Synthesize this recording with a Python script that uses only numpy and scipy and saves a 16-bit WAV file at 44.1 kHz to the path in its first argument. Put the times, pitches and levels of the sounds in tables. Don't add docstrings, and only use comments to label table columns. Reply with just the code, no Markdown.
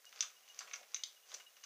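import sys
import numpy as np
from scipy import signal
from scipy.fft import rfft, irfft
from scipy.io import wavfile

SR = 44100
rng = np.random.default_rng(int(sys.argv[2]) if len(sys.argv) > 2 else 0)


def log_audio(samples):
    frames = np.atleast_2d(samples).T
    limited = np.clip(frames, -1, 1)
    pcm = np.round(limited * 32767).astype(np.int16)
    wavfile.write(sys.argv[1], SR, pcm)


N = 72765


def amp(db):
    return 10 ** (np.asarray(db) / 20)


def evened(x):
    return x / np.sqrt(np.mean(x ** 2) + 1e-20)


def read(points, hz):
    f, value = np.transpose(points)
    return np.interp(np.log(hz + 1), np.log(f + 1), value)


def add(mix, s, sound):
    part = mix[max(round(s * SR), 0):][:len(sound)]
    part += sound[:len(part)]


def coloured(x, points):
    gain = amp(read(points, np.fft.rfftfreq(N, 1 / SR)))
    return evened(irfft(rfft(x) * gain, N))


# (time [s], level [dB])
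RUB = [(0, -73), (.10, -70), (.13, -65), (.20, -61), (.33, -70.5), (.45, -68.5), (.50, -68), (.58, -62.5),
       (.66, -64), (.80, -62), (.86, -70), (.92, -65), (1.10, -68.5), (1.24, -72.5), (1.33, -57.5),
       (1.38, -61.5), (1.46, -71.5), (1.65, -69)]
# (frequency [Hz], relative level [dB per Hz])
RUB_COLOUR = [(100, -35), (300, -21), (450, -6.5), (750, -4), (1300, -4.5), (2400, -4.5), (4500, -6.5),
              (6300, 0.5), (8000, -17), (15000, -33.5)]
# (time [s], level [dB])
SCRAPE = [(0, -88), (.15, -80), (.25, -78.5), (.33, -82.5), (.56, -84), (.61, -71), (.69, -71), (.76, -75),
          (.82, -67), (.88, -78.5), (1.20, -90), (1.28, -90.5), (1.35, -69), (1.47, -87), (1.65, -84.5)]
# (frequency [Hz], relative level [dB per Hz])
SCRAPE_COLOUR = [(60, -41), (150, -30), (240, -15), (320, -18.5), (400, -5.5), (620, 0), (800, -0.5),
                 (1200, -15), (3000, -37), (15000, -64)]
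SLIPS_PER_S, SLIP_SPREAD_DB = 1500, 1.5


def rubbing(level, colour):
    sizes = amp(SLIP_SPREAD_DB * np.minimum(rng.exponential(1, N), 4))
    directions = rng.choice([-1., 1.], N)
    happens = rng.random(N) < SLIPS_PER_S / SR
    loudness = amp(np.interp(np.arange(N) / SR, *np.transpose(level)))
    return coloured(sizes * directions * happens, colour) * loudness


# (frequency [Hz], relative level [dB])
HISS_COLOUR = [(25, -20), (60, -31.5), (110, -28), (170, -16.5), (240, -12.5), (400, -7), (650, -7.5),
               (1500, -6), (2800, -4), (5000, -7), (6200, -5.5), (8500, -7), (12500, -7.5), (15200, -2.5)]
HISS_DB = -67


def hiss():
    return amp(HISS_DB) * coloured(rng.standard_normal(N), HISS_COLOUR)


# (time [s], chatter decay [s], then the levels [dB] of knock, wood, clack, click, tick, snap)
CLICKS = [ (.0445, 0.0025, -66, -65.5, -82.5, -83, -81, -88),
          (.0535, 0.00037, -76.5, -82, -74, -61.5, -61.5, -67.5),
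          (0.0925, 0.0006, -86, -71, -74, -67, -64, -82),
          (0.1258, 0.0028, -62, -60, -65, -64.5, -64.5, -73),
          (.1596, 0.0026, -65, -59.5, -66, -60, -65, -80), (0.1739, 0.0044, -64, -59.5, -67, -71, -68, -77),
          (0.191, 0.0029, -63, -67, -65.5, -57, -63, -81), (.2069, .0008, -56.5, -46, -39, -41, -30, -54),
          (.2238, 0.0018, -66, -52.5, -51, -46.5, -47, -63), (.2262, 0.0026, -55, -51, -49, -50, -46, -57),
          (0.2339, 0.0087, -52, -54, -60.5, -58, -55.5, -66), (.4780, 0.0038, -71, -64, -71, -77, -71, -89),
          (0.486, 0.0043, -76.5, -91, -68, -65, -60.5, -77),
          (0.5447, 0.0016, -83, -72, -71, -63, -61.5, -81),
          (0.5901, 0.0025, -63, -55, -61, -49, -41.5, -52),
          (0.6053, 0.014, -49, -56, -55.5, -50.5, -58.5, -81), (.6735, .007, -59, -56, -64, -71, -70, -80),
          (0.7118, .001, -61, -54, -59, -66, -67, -86), (.7330, 0.0037, -58.5, -56.5, -55, -62, -49, -75),
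          (0.7362, 0.0011, -57, -48, -57.5, -55.5, -45.5, -79),
          (.7397, 0.0013, -55, -48, -52, -54.5, -49.5, -69),
          (.7580, 0.0016, -59.5, -61.5, -63, -55, -52, -64),
          (.8303, 0.0023, -66.5, -63, -69, -75, -72, -86), (0.9181, .001, -82, -85, -85, -67, -71, -93),
          (.9370, .001, -65.5, -64.5, -72, -77, -81, -87),
          (0.9446, 0.00097, -57, -49, -43.5, -48, -34, -62.5),
          (0.9616, .002, -72.5, -51.5, -63, -56, -53, -68), (.9930, 0.0015, -68, -65, -68, -73, -81, -90),
          (1.0352, 0.0017, -63, -50.5, -39, -44, -43, -56.5),
          (1.038, 0.0011, -67, -60, -49, -46.5, -41, -56),
          (1.2880, 0.021, -72.5, -76.5, -69, -64.5, -60.5, -70),
          (1.317, 0.0018, -60, -65.5, -55.5, -60, -60, -74),
          (1.3413, 0.0011, -71, -66.5, -58.5, -51, -47, -56.5),
          (1.3450, 0.0023, -60, -56.5, -54, -53, -48.5, -57.5),
          (1.4012, 0.0035, -61.5, -59.5, -69, -74, -74, -74),
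          (1.5673, 0.0068, -65.5, -64.5, -71, -68, -65, -84),
          (1.637, 0.0075, -59.5, -57.5, -59.5, -56, -50, -72), ]
# (low edge [Hz], high edge [Hz])
BODY = [(1020, 1760), (2000, 3060), (3150, 4230), (4450, 5350), (5820, 6493), (6650, 7620)]
CONTACT_RISE_S = 0.00034
PUSH_DB, PUSH_HZ = -49.5, 60
CRACK_DB, CRACK_HZ, CRACK_TOP_HZ = -8, 7800, 13000


def clicks():
    out, t = np.zeros(N), np.arange(2048) / SR
    window = .005 * SR
    bands = [signal.butter(2, np.sort(edges), "band", fs=SR, output="sos") for edges in BODY]
    bands.append(signal.butter(1, PUSH_HZ, fs=SR, output="sos"))
    bands.append(signal.butter(2, [CRACK_HZ, CRACK_TOP_HZ], "band", fs=SR, output="sos"))
    for s, decay, *levels in CLICKS:
        force = np.minimum(t / CONTACT_RISE_S, 1) * np.exp(-t / decay)
        noise = rng.standard_normal((len(bands), len(t)))
        spectrum = rfft(noise * force, 2 * len(t))
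        chatter = irfft(spectrum / (abs(spectrum) + 1e-12))[:, :len(t)]
        clack, snap = levels[2], levels[-1]
        all_levels = levels + [clack + PUSH_DB, snap + CRACK_DB]
        for sos, grains, db in zip(bands, chatter, all_levels):
            ring = signal.sosfilt(sos, grains)
            add(out, s, amp(db) * ring * np.sqrt(window / np.sum(ring ** 2)))
    return out


# (frequency [Hz], t60 [s])
ROOM_T60 = [(400, 0.15), (1300, 0.29), (3500, 0.28), (6500, 0.2), (12000, 0.6)]
# (frequency [Hz], level [dB])
ROOM_GAIN = [(300, 1.5), (1300, -1.5), (2500, -3.5), (4000, -5.5), (6200, -5.5), (8000, -0.5), (14000, -12)]
# (delay [s], level [dB])
ECHOES = [(.0036, -12.5), (.0061, -43.5), (.0096, -28.5), (0.0163, -29), (0.0208, -22)]
ROOM_BUILD_S = 0.0038


def room(x):
    hz, t, z = signal.stft(rng.standard_normal(SR // 2), SR, nperseg=256)
    t60 = read(ROOM_T60, hz)[:, None]
    fade = amp(read(ROOM_GAIN, hz)[:, None] - 60 * t / t60)
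    even_energy = np.sqrt(2 * np.log(1000) / (t60 * SR))
    tail = signal.istft(z * fade * even_energy, SR, nperseg=256)[1]
    tail = tail * np.minimum(np.arange(len(tail)) / SR / ROOM_BUILD_S, 1)
    for delay, db in ECHOES:
        add(tail, delay, amp([db]))
    return signal.fftconvolve(x, tail)[:N]


TAIL_TURN_S = .5


def blended_room(x, count=3):
    turn = np.arange(N) / SR / TAIL_TURN_S
    answers = [room(x * np.cos(np.pi * (turn + k / count))) for k in range(count)]
    return sum(answers) * np.sqrt(2 / count)


# (time [s], level [dB])
PINGS = [(.062, -55.5), (0.361, -63), (0.431, -67), (.496, -55), (.991, -56), (1.162, -63), (1.230, -66),
         (1.397, -56), (1.462, -56), (1.56, -65), (1.629, -59)]
# (frequency [Hz], relative level [dB])
PING_TONE = [(2884, 1.5), (3842, -14), (5765, -24)]
PING_RISE_S, PING_T60_S, PING_LENGTH_S, PING_RELEASE_S = 0.0057, .11, .05, .024


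def pings():
    out, t = np.zeros(N), np.arange(0, PING_LENGTH_S, 1 / SR)
    rise = np.minimum(t / PING_RISE_S, 1)
    damping = np.minimum((PING_LENGTH_S - t) / PING_RELEASE_S, 1)
    fade = amp(-60 * np.maximum(t - PING_RISE_S, 0) / PING_T60_S)
    tone = sum(amp(db) * np.sin(2 * np.pi * hz * t) for hz, db in PING_TONE)
    for s, db in PINGS:
        add(out, s, amp(db) * rise * damping * fade * tone)
    return out


# (time [s], level [dB])
ROD_BLOWS = [(0.2069, -52), (0.9452, -39)]
# (frequency [Hz], relative level [dB], t60 [s])
ROD = [(5985, -3, 0.15), (6085, -1, .18), (6200, -9, .18), (6310, -8, .14)]
ROD_RISE_S = 0.0012


def rod():
    out, t = np.zeros(N), np.arange(SR // 2) / SR
    ring = sum(amp(db - 60 * t / t60) * np.sin(2 * np.pi * hz * t) for hz, db, t60 in ROD)
    ring = ring * (1 - np.exp(-(t / ROD_RISE_S) ** 2))
    for s, db in ROD_BLOWS:
        add(out, s, amp(db) * ring / len(ROD))
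    return out


# (time [s], frequency [Hz], level [dB], t60 [s])
NOTES = [(.2072, 4040, -36, .015), (.4785, 2950, -55, .02), (.5900, 2790, -47, .03),
         (.5905, 4780, -39, .016), (.7123, 2200, -46, .016), (.7366, 2190, -47, .03),
         (1.0355, 3500, -30, .008)]
NOTE_RISE_S = .0004


def notes():
    out, t = np.zeros(N), np.arange(SR // 10) / SR
    rise = 1 - np.exp(-(t / NOTE_RISE_S) ** 2)
    for s, hz, db, t60 in NOTES:
        fade = amp(db - 60 * t / t60)
        add(out, s, fade * rise * np.sin(2 * np.pi * hz * t))
    return out


def scene():
    friction = rubbing(RUB, RUB_COLOUR) + rubbing(SCRAPE, SCRAPE_COLOUR)
    parts = clicks() + notes()
    mix = friction + hiss() + parts + blended_room(parts) + pings() + rod()
    return mix[None]


# (frequency [Hz], width [Hz], level [dB])
MIC_DIPS = [(303, 34, -14), (900, 42, -13.5), (106, 48, -6.5)]
EDGE_HZ = 15400


def record(dry):
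    hz = np.fft.rfftfreq(2 * N, 1 / SR)
    dips = sum(db * np.exp(-((hz - centre) / width) ** 2) for centre, width, db in MIC_DIPS)
    heard = irfft(rfft(dry, 2 * N) * amp(dips), 2 * N)[:, :N]
    treble_cut = signal.firwin(511, EDGE_HZ, window=("kaiser", 9), fs=SR)
    return signal.oaconvolve(heard, treble_cut[None], "same")


dry = scene()
out = record(dry)
log_audio(out)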